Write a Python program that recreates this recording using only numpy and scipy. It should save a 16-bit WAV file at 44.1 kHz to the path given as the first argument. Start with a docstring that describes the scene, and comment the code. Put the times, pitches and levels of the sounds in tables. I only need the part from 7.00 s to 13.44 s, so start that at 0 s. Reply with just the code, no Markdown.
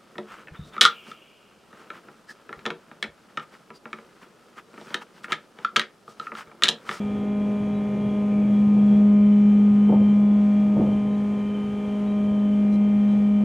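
"""Inside the cab of an electric train creeping to a stop, on a small, nearly mono microphone pair.
Throughout, two converters hum on multiples of one supply frequency, their shared tones beating as they slip;
wheel rumble comes through the floor, air hisses in the ducts and a brake block whistles faintly, with short squeaks.
From 1.1 s floor bursts thud as wheels cross rail joints; a breathy band swells at 1.4 s.
The hardest thuds fall near 2.9 and 3.8 s, then the rumble weakens; a puff of air joins the last thud at 5.7 s."""
import sys
import numpy as np
from scipy.fft import rfft, irfft, next_fast_len
from scipy.io import wavfile
from scipy.ndimage import map_coordinates

SR = 44100
rng = np.random.default_rng(int(sys.argv[2]) if len(sys.argv) > 2 else 0)


def generate_wav(signal):
    """Clip the signal to [-1, 1] and save it as 16-bit WAV at the path in sys.argv[1]."""
    frames = np.transpose(np.atleast_2d(signal))
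    scaled = np.clip(frames, -1, 1) * 32767
    pcm = np.round(scaled).astype(np.int16)
    wavfile.write(sys.argv[1], SR, pcm)


N = 284003
T = np.arange(N) / SR


def amp(db):
    """Decibels to gain."""
    return 10 ** (np.asarray(db) / 20)


def unit(x):
    """Scaled to rms 1."""
    return x / np.sqrt(np.mean(x ** 2) + 1e-20)


def along(points, hz):
    """Interpolates (frequency [Hz], value) points on a log frequency axis."""
    point_hz, values = np.transpose(points)
    return np.interp(np.log(hz + 1), np.log(point_hz + 1), values)


def curves(rows):
    """One value per sample for each column after the time."""
    time_s, *columns = np.transpose(rows)
    return [np.interp(T, time_s, column) for column in columns]


def wobble(rate_hz):
    """Smooth random curve, rate_hz knots a second."""
    knots = rng.standard_normal(int(N * rate_hz / SR) + 4)
    return map_coordinates(knots, [T * rate_hz])


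def filtered(x, response):
    """x times a response of frequency, zero-padded."""
    m = next_fast_len(N + 8192)
    spectrum = rfft(x, m) * response(np.fft.rfftfreq(m, 1 / SR))
    return irfft(spectrum, m)[..., :N]


# stereo width of noise: (frequency [Hz], side minus mid [dB])
SIDE_MINUS_MID = [(40, -29), (95, -29.5), (230, -30), (370, -23.5), (580, -18.5), (1000, -12.5),
                  (4000, -14.5), (15000, -19)]


def rush(gain):
    """Stereo noise of rms 1, shaped by a gain over frequency."""
    def mid_side_gain(hz):
        return gain(hz) * amp([0 * hz, along(SIDE_MINUS_MID, hz)])

    mid, side = filtered(rng.standard_normal((2, N)), mid_side_gain)
    return unit(np.array([mid + side, mid - side]))


def band(centre_hz, width_hz):
    """Gain of a resonance applied twice; width between half-gain points."""
    return lambda hz: 1 / (1 + (2 * (hz - centre_hz) / width_hz) ** 2)


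def window(centre_s, length_s):
    """Flat-topped swell, length_s between its 1/e points."""
    return np.exp(-(2 * (T - centre_s) / length_s) ** 4)


def thread(pitch_hz, wander_hz, flutter_db):
    """Thin tone of rms 1 whose pitch and strength tremble quickly."""
    flutter, wander = wobble(60), wobble(110)
    turns = 2 * np.pi * np.cumsum(pitch_hz + wander_hz * wander) / SR
    return unit(amp(flutter_db * flutter) * np.sin(turns))


# slow slip between converters: (time [s], lead of the second [degrees of a supply cycle])
CONVERTER_SLIP = [(0.0, 0.5), (0.4, 11.4), (0.8, 8.0), (1.2, 11.2), (1.6, 26.7), (2.0, 43.5), (2.5, 58),
                  (3.0, 64.5), (3.5, 70.8), (4.0, 82.5), (4.6, 90), (5.2, 105), (5.8, 113.5), (6.44, 113.5)]
# tones of both converters: (multiple of supply, rms of the first [dB], size of the second [0-1],
# beat phase of the dip [turns], left-right [dB])
SHARED_TONES = [(4, -18, .62, .04, 0.49), (8, -42, .47, .63, -1.2), (12, -44.5, .6, .03, 1.5),
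                (20, -54.5, .44, 0.2, -1), (24, -51.5, .14, .61, 1.3), (46, -58, 0.4, .82, 1.2)]
# steadier tones: (multiple of supply, rounded in use, mid rms level [dB], left-right [dB])
STEADY_TONES = [(5, -44.0, 2), (10, -55, 3), (15, -52.5, 2), (16, -56.5, -1), (25, -68.5, -1),
                (26, -70.5, 4.5), (28, -65.5, -2.5), (30, -73, -2.5), (31, -72, 0.5), (32, -73, -7),
                (34, -69.5, -1), (35, -72, 6.5), (36, -66.5, 7.5), (38, -76.5, 2.5), (40, -69.5, 0.8),
                (41, -64, -0.5), (43, -82, -1.5), (44, -68.5, -3.5), (45, -63, 2.5), (48, -75.5, -3.3),
                (49, -78, 3.2), (50, -67, 2), (51, -77, -3), (53, -74.5, -4), (54, -78, 1.5),
                (56, -70.5, 8), (58, -70.5, 0.5), (61, -74, 0), (65.6, -70.5, -3), (67.6, -80, 0.9)]
SUPPLY_HZ, SUPPLY_DRIFT_HZ, TONE_WOBBLE_DB = 51.5, .012, 2.3


def ports(rms_db, pan_db):
    """Sine peak gains at the two microphone ports, split by the left-right balance."""
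    return np.sqrt(2) * amp(rms_db) * amp([[pan_db / 2], [-pan_db / 2]])


def converters():
    """Sines locked to the slightly drifting supply; slip between two sines of one tone makes it beat."""
    turns = 2 * np.pi * np.cumsum(SUPPLY_HZ + SUPPLY_DRIFT_HZ * wobble(2)) / SR
    slip = np.radians(curves(CONVERTER_SLIP)[0])
    hum = np.zeros((2, N))
    for k, db, second_size, dip, pan_db in SHARED_TONES:
        first = round(k) * turns + rng.uniform(0, 2 * np.pi)
        # opposite sign: cancels most where the slip meets the dip phase
        second = first + round(k) * slip - 2 * np.pi * dip
        hum += ports(db, pan_db) * (np.sin(first) - second_size * np.sin(second))
    for k, db, pan_db in STEADY_TONES:
        phase = round(k) * turns + rng.uniform(0, 2 * np.pi)
        hum += ports(db + TONE_WOBBLE_DB * wobble(4), pan_db) * np.sin(phase)
    return hum


# resonances of cab floor and walls: (centre [Hz], width [Hz], gain [dB])
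FLOOR_MODES = [(143, 86, -6), (213, 59, 4.5), (302.4, 55, 1), (377, 120, -5), (486, 96, -3),
               (570, 50, -10.5), (644, 110, -9.5), (752, 100, -12), (894, 94, -13), (1110, 71, -23.5),
               (1270, 140, -30.5)]


def floor(hz):
    """Gain of the cab floor: its resonances added in power."""
    return np.sqrt(sum((amp(db) * band(centre_hz, width_hz)(hz)) ** 2
                       for centre_hz, width_hz, db in FLOOR_MODES))


# spectrum of the low rumble: (frequency [Hz], relative density [dB per Hz])
RUMBLE_SPECTRUM = [(50, -120), (80, -10.5), (100, -3.5), (120, 0), (145, 0.5), (175, -5.5), (230, -25),
                   (400, -120)]


def rumble_gain(hz, level_db=0):
    """Gain of the low rumble over frequency."""
    return amp(level_db + along(RUMBLE_SPECTRUM, hz))


# wheels on joints: (time [s], level before rise and decay [dB], t60 [s], tilt [dB per octave])
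JOINT_THUDS = [(1.12, -43, .35, -.5), (1.36, -36, .6, 1), (1.5, -37, .27, -2), (1.625, -30, .3, -5),
               (1.892, -24.5, .45, -3.5), (2.42, -28.5, 0.35, -5.5), (2.74, -36, .33, -6),
               (2.888, -21, .22, 2), (2.921, -16, .24, 1), (2.99, -26.5, .45, -2.5),
               (3.755, -24.5, 0.57, 1.5), (3.787, -17.5, 0.36, -3), (3.846, -30.5, .25, 3.5),
               (4.06, -38, .3, -3.5), (5.74, -33.5, .2, -0.5)]
SOFT_RISE_S, SOFT_DB, HALVES_DB = 0.028, -40, 8  # rise time at SOFT_DB; halves per HALVES_DB of level
THUMP_DB, RATTLE_DB = -2, 1.5  # rumble share; level unevenness


def thuds():
    """Each joint shakes the floor: a dull burst that dies away; hard blows rise faster."""
    out = np.zeros((2, N))
    for start_s, db, t60_s, tilt_db in JOINT_THUDS:
        def shake_gain(hz):
            tilt = amp(tilt_db * np.log2((hz + 30) / 300))
            return np.hypot(floor(hz), rumble_gain(hz, THUMP_DB)) * tilt

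        t = np.maximum(T - start_s, 0)
        rise_s = SOFT_RISE_S * 2 ** ((SOFT_DB - db) / HALVES_DB)
        onset = 1 - np.exp(-(t / rise_s) ** 2)
        decay = amp(db + RATTLE_DB * wobble(50) - 60 * t / t60_s)
        out += decay * onset * rush(shake_gain)
    return out


# rolling noise: (time [s], rumble level [dB], body level before BODY_OFFSET_DB [dB])
ROLL_LEVELS = [(0, -44.5, -46), (1.0, -39.5, -46.5), (1.7, -38.5, -45), (2.3, -42.5, -48.5),
               (2.9, -35.5, -46), (3.5, -46, -47.5), (3.9, -34, -45.5), (4.4, -44.5, -49), (5.3, -45, -48),
               (6.44, -47, -48)]
# steady sway of the car body: (frequency [Hz], relative density [dB per Hz])
SWAY_SPECTRUM = [(15, -61), (28, -24), (48, -8.5), (60, -6.5), (85, -1), (100, -6), (130, -30), (250, -120)]
BODY_OFFSET_DB, SWAY_DB = 9.0, -46.5
RUMBLE_LUMPS_DB, BODY_LUMPS_DB, SWAY_LUMPS_DB = 2, 1.5, 0.2


def rolling():
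    """Rail roughness shakes the floor in lumps: low rumble and floor resonances over a steady sway."""
    rumble_db, body_db = curves(ROLL_LEVELS)
    rumble = amp(rumble_db + RUMBLE_LUMPS_DB * wobble(7)) * rush(rumble_gain)
    sway_level = amp(SWAY_DB + SWAY_LUMPS_DB * wobble(3))
    sway = sway_level * rush(lambda hz: amp(along(SWAY_SPECTRUM, hz)))
    body = amp(body_db + BODY_OFFSET_DB + BODY_LUMPS_DB * wobble(9)) * rush(floor)
    return sway + rumble + body


# brake block whistle: (time [s], pitch [Hz], level [dB])
WHISTLE = [(0, 3280, -58), (.35, 3267, -62.5), (.68, 3250, -60), (.9, 3200, -68), (1.1, 3286, -58.5),
           (1.35, 3206, -68), (1.56, 3300, -57), (1.7, 3200, -68.5), (1.92, 3277, -56), (2.02, 3263, -62.5),
           (2.07, 3096, -62), (2.34, 3070, -58.5), (2.55, 3085, -65.5), (2.86, 3105, -62), (3.0, 3120, -56),
           (3.13, 3125, -55.5), (3.2, 3250, -65.5), (3.62, 3250, -59.5), (3.78, 3246, -66),
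           (3.83, 3116, -60), (3.93, 3102, -55), (4.32, 3110, -61), (4.6, 3080, -53.5), (4.85, 3113, -58.5),
           (5.1, 3120, -57), (5.5, 3077, -55), (5.66, 3130, -68.5), (5.85, 3120, -58.5),
           (6.44, 3086, -58.5)]
CLEAR_HZ, BREATHY_HZ = 3040, 3350  # all thread at the first, all breath at the second
WAVER_HZ, WAVER_DB = 14, 1.9


def brake_whistle():
    """A wandering brake block whistle, part thin thread and part breath, breathier when higher."""
    pitch_hz, db = curves(WHISTLE)
    breath = np.clip((pitch_hz - CLEAR_HZ) / (BREATHY_HZ - CLEAR_HZ), 0, 1)
    pitch_hz = pitch_hz + WAVER_HZ * wobble(8)
    turns = 2 * np.pi * np.cumsum(pitch_hz) / SR
    # two slow noises in quadrature: a fuzzy band round the pitch
    fuzz = rush(band(0, 300)) * np.cos(turns) + rush(band(0, 280)) * np.sin(turns)
    thin = thread(pitch_hz, wander_hz=34, flutter_db=3)
    return amp(db + WAVER_DB * wobble(9)) * (np.sqrt(1 - breath) * thin + np.sqrt(breath) * fuzz)


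# short squeaks of the brake gear: (time [s], level [dB])
BRAKE_SQUEAKS = [(.77, -61), (4.14, -65.5), (4.442, -71), (5.095, -63), (5.41, -73), (6.11, -62)]
SQUEAK_S, SQUEAK_HZ = .062, 3865


def brake_squeaks():
    """The brake gear squeaks: brief trembling threads round one pitch."""
    return sum(amp(db) * window(at_s, SQUEAK_S) * thread(SQUEAK_HZ, wander_hz=13, flutter_db=4.0)
               for at_s, db in BRAKE_SQUEAKS)


SIGH_AT_S, SIGH_S, SIGH_DB = 1.385, .22, -54
SIGH_HZ, SIGH_WIDTH_HZ = 2360, 350


def sigh():
    """A breathy band of noise swells briefly."""
    return amp(SIGH_DB) * window(SIGH_AT_S, SIGH_S) * rush(band(SIGH_HZ, SIGH_WIDTH_HZ))


# bands of the air puff: (centre [Hz], width [Hz], level [dB])
PUFF_BANDS = [(4030, 220, -59), (5600, 2600, -63.5), (9000, 2630, -69)]
PUFF_AT_S, PUFF_S = 5.74, .048


def puff():
    """One puff of air: noise bands under one short window."""
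    air = sum(amp(db) * rush(band(hz, width_hz)) for hz, width_hz, db in PUFF_BANDS)
    return window(PUFF_AT_S, PUFF_S) * air


# ventilation hiss: (frequency [Hz], relative density [dB per Hz])
DUCT_SPECTRUM = [(500, -31), (900, 2), (1300, -5), (1800, -6.5), (2800, -9.5), (3400, -12.5), (3700, -15.5),
                 (5000, -21), (6300, -20.5), (8500, -25), (10500, -30.5), (13000, -36.5), (15700, -36)]
# narrow hiss bands: (centre [Hz], width [Hz], mid rms level [dB])
DUCT_WHINES = [(3910, 60, -78.5), (6310, 100, -80.5), (9090, 90, -83.5), (9290, 80, -84), (9410, 60, -86.5),
               (11050, 300, -84.5)]
HISS_DB, HISS_WOBBLE_DB, WHINE_WOBBLE_DB = -52, 0.76, 2


def ducts():
    """Smooth ventilation hiss, shaped noise, with a few narrow whines."""
    hiss_level = amp(HISS_DB + HISS_WOBBLE_DB * wobble(8.4))
    hiss = hiss_level * rush(lambda hz: amp(along(DUCT_SPECTRUM, hz)))
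    whines = sum(amp(db + WHINE_WOBBLE_DB * wobble(3.6)) * rush(band(hz, width_hz))
                 for hz, width_hz, db in DUCT_WHINES)
    return hiss + whines


def scene():
    """All sources reach the microphone inside the cab."""
    brake = brake_whistle() + brake_squeaks()
    return converters() + thuds() + rolling() + brake + sigh() + puff() + ducts()


BASS_LOSS_HZ, TOP_HZ, FADE_S = 45, 15750, .003


def record(dry):
    """The microphone loses the deepest bass; the recorder keeps nothing above its band limit."""
    fade = np.minimum(1, np.minimum(T, T[::-1]) / FADE_S)
    return filtered(dry * fade, lambda hz: (hz < TOP_HZ) * hz ** 2 / (hz ** 2 + BASS_LOSS_HZ ** 2))


dry = scene()
out = record(dry)
generate_wav(out)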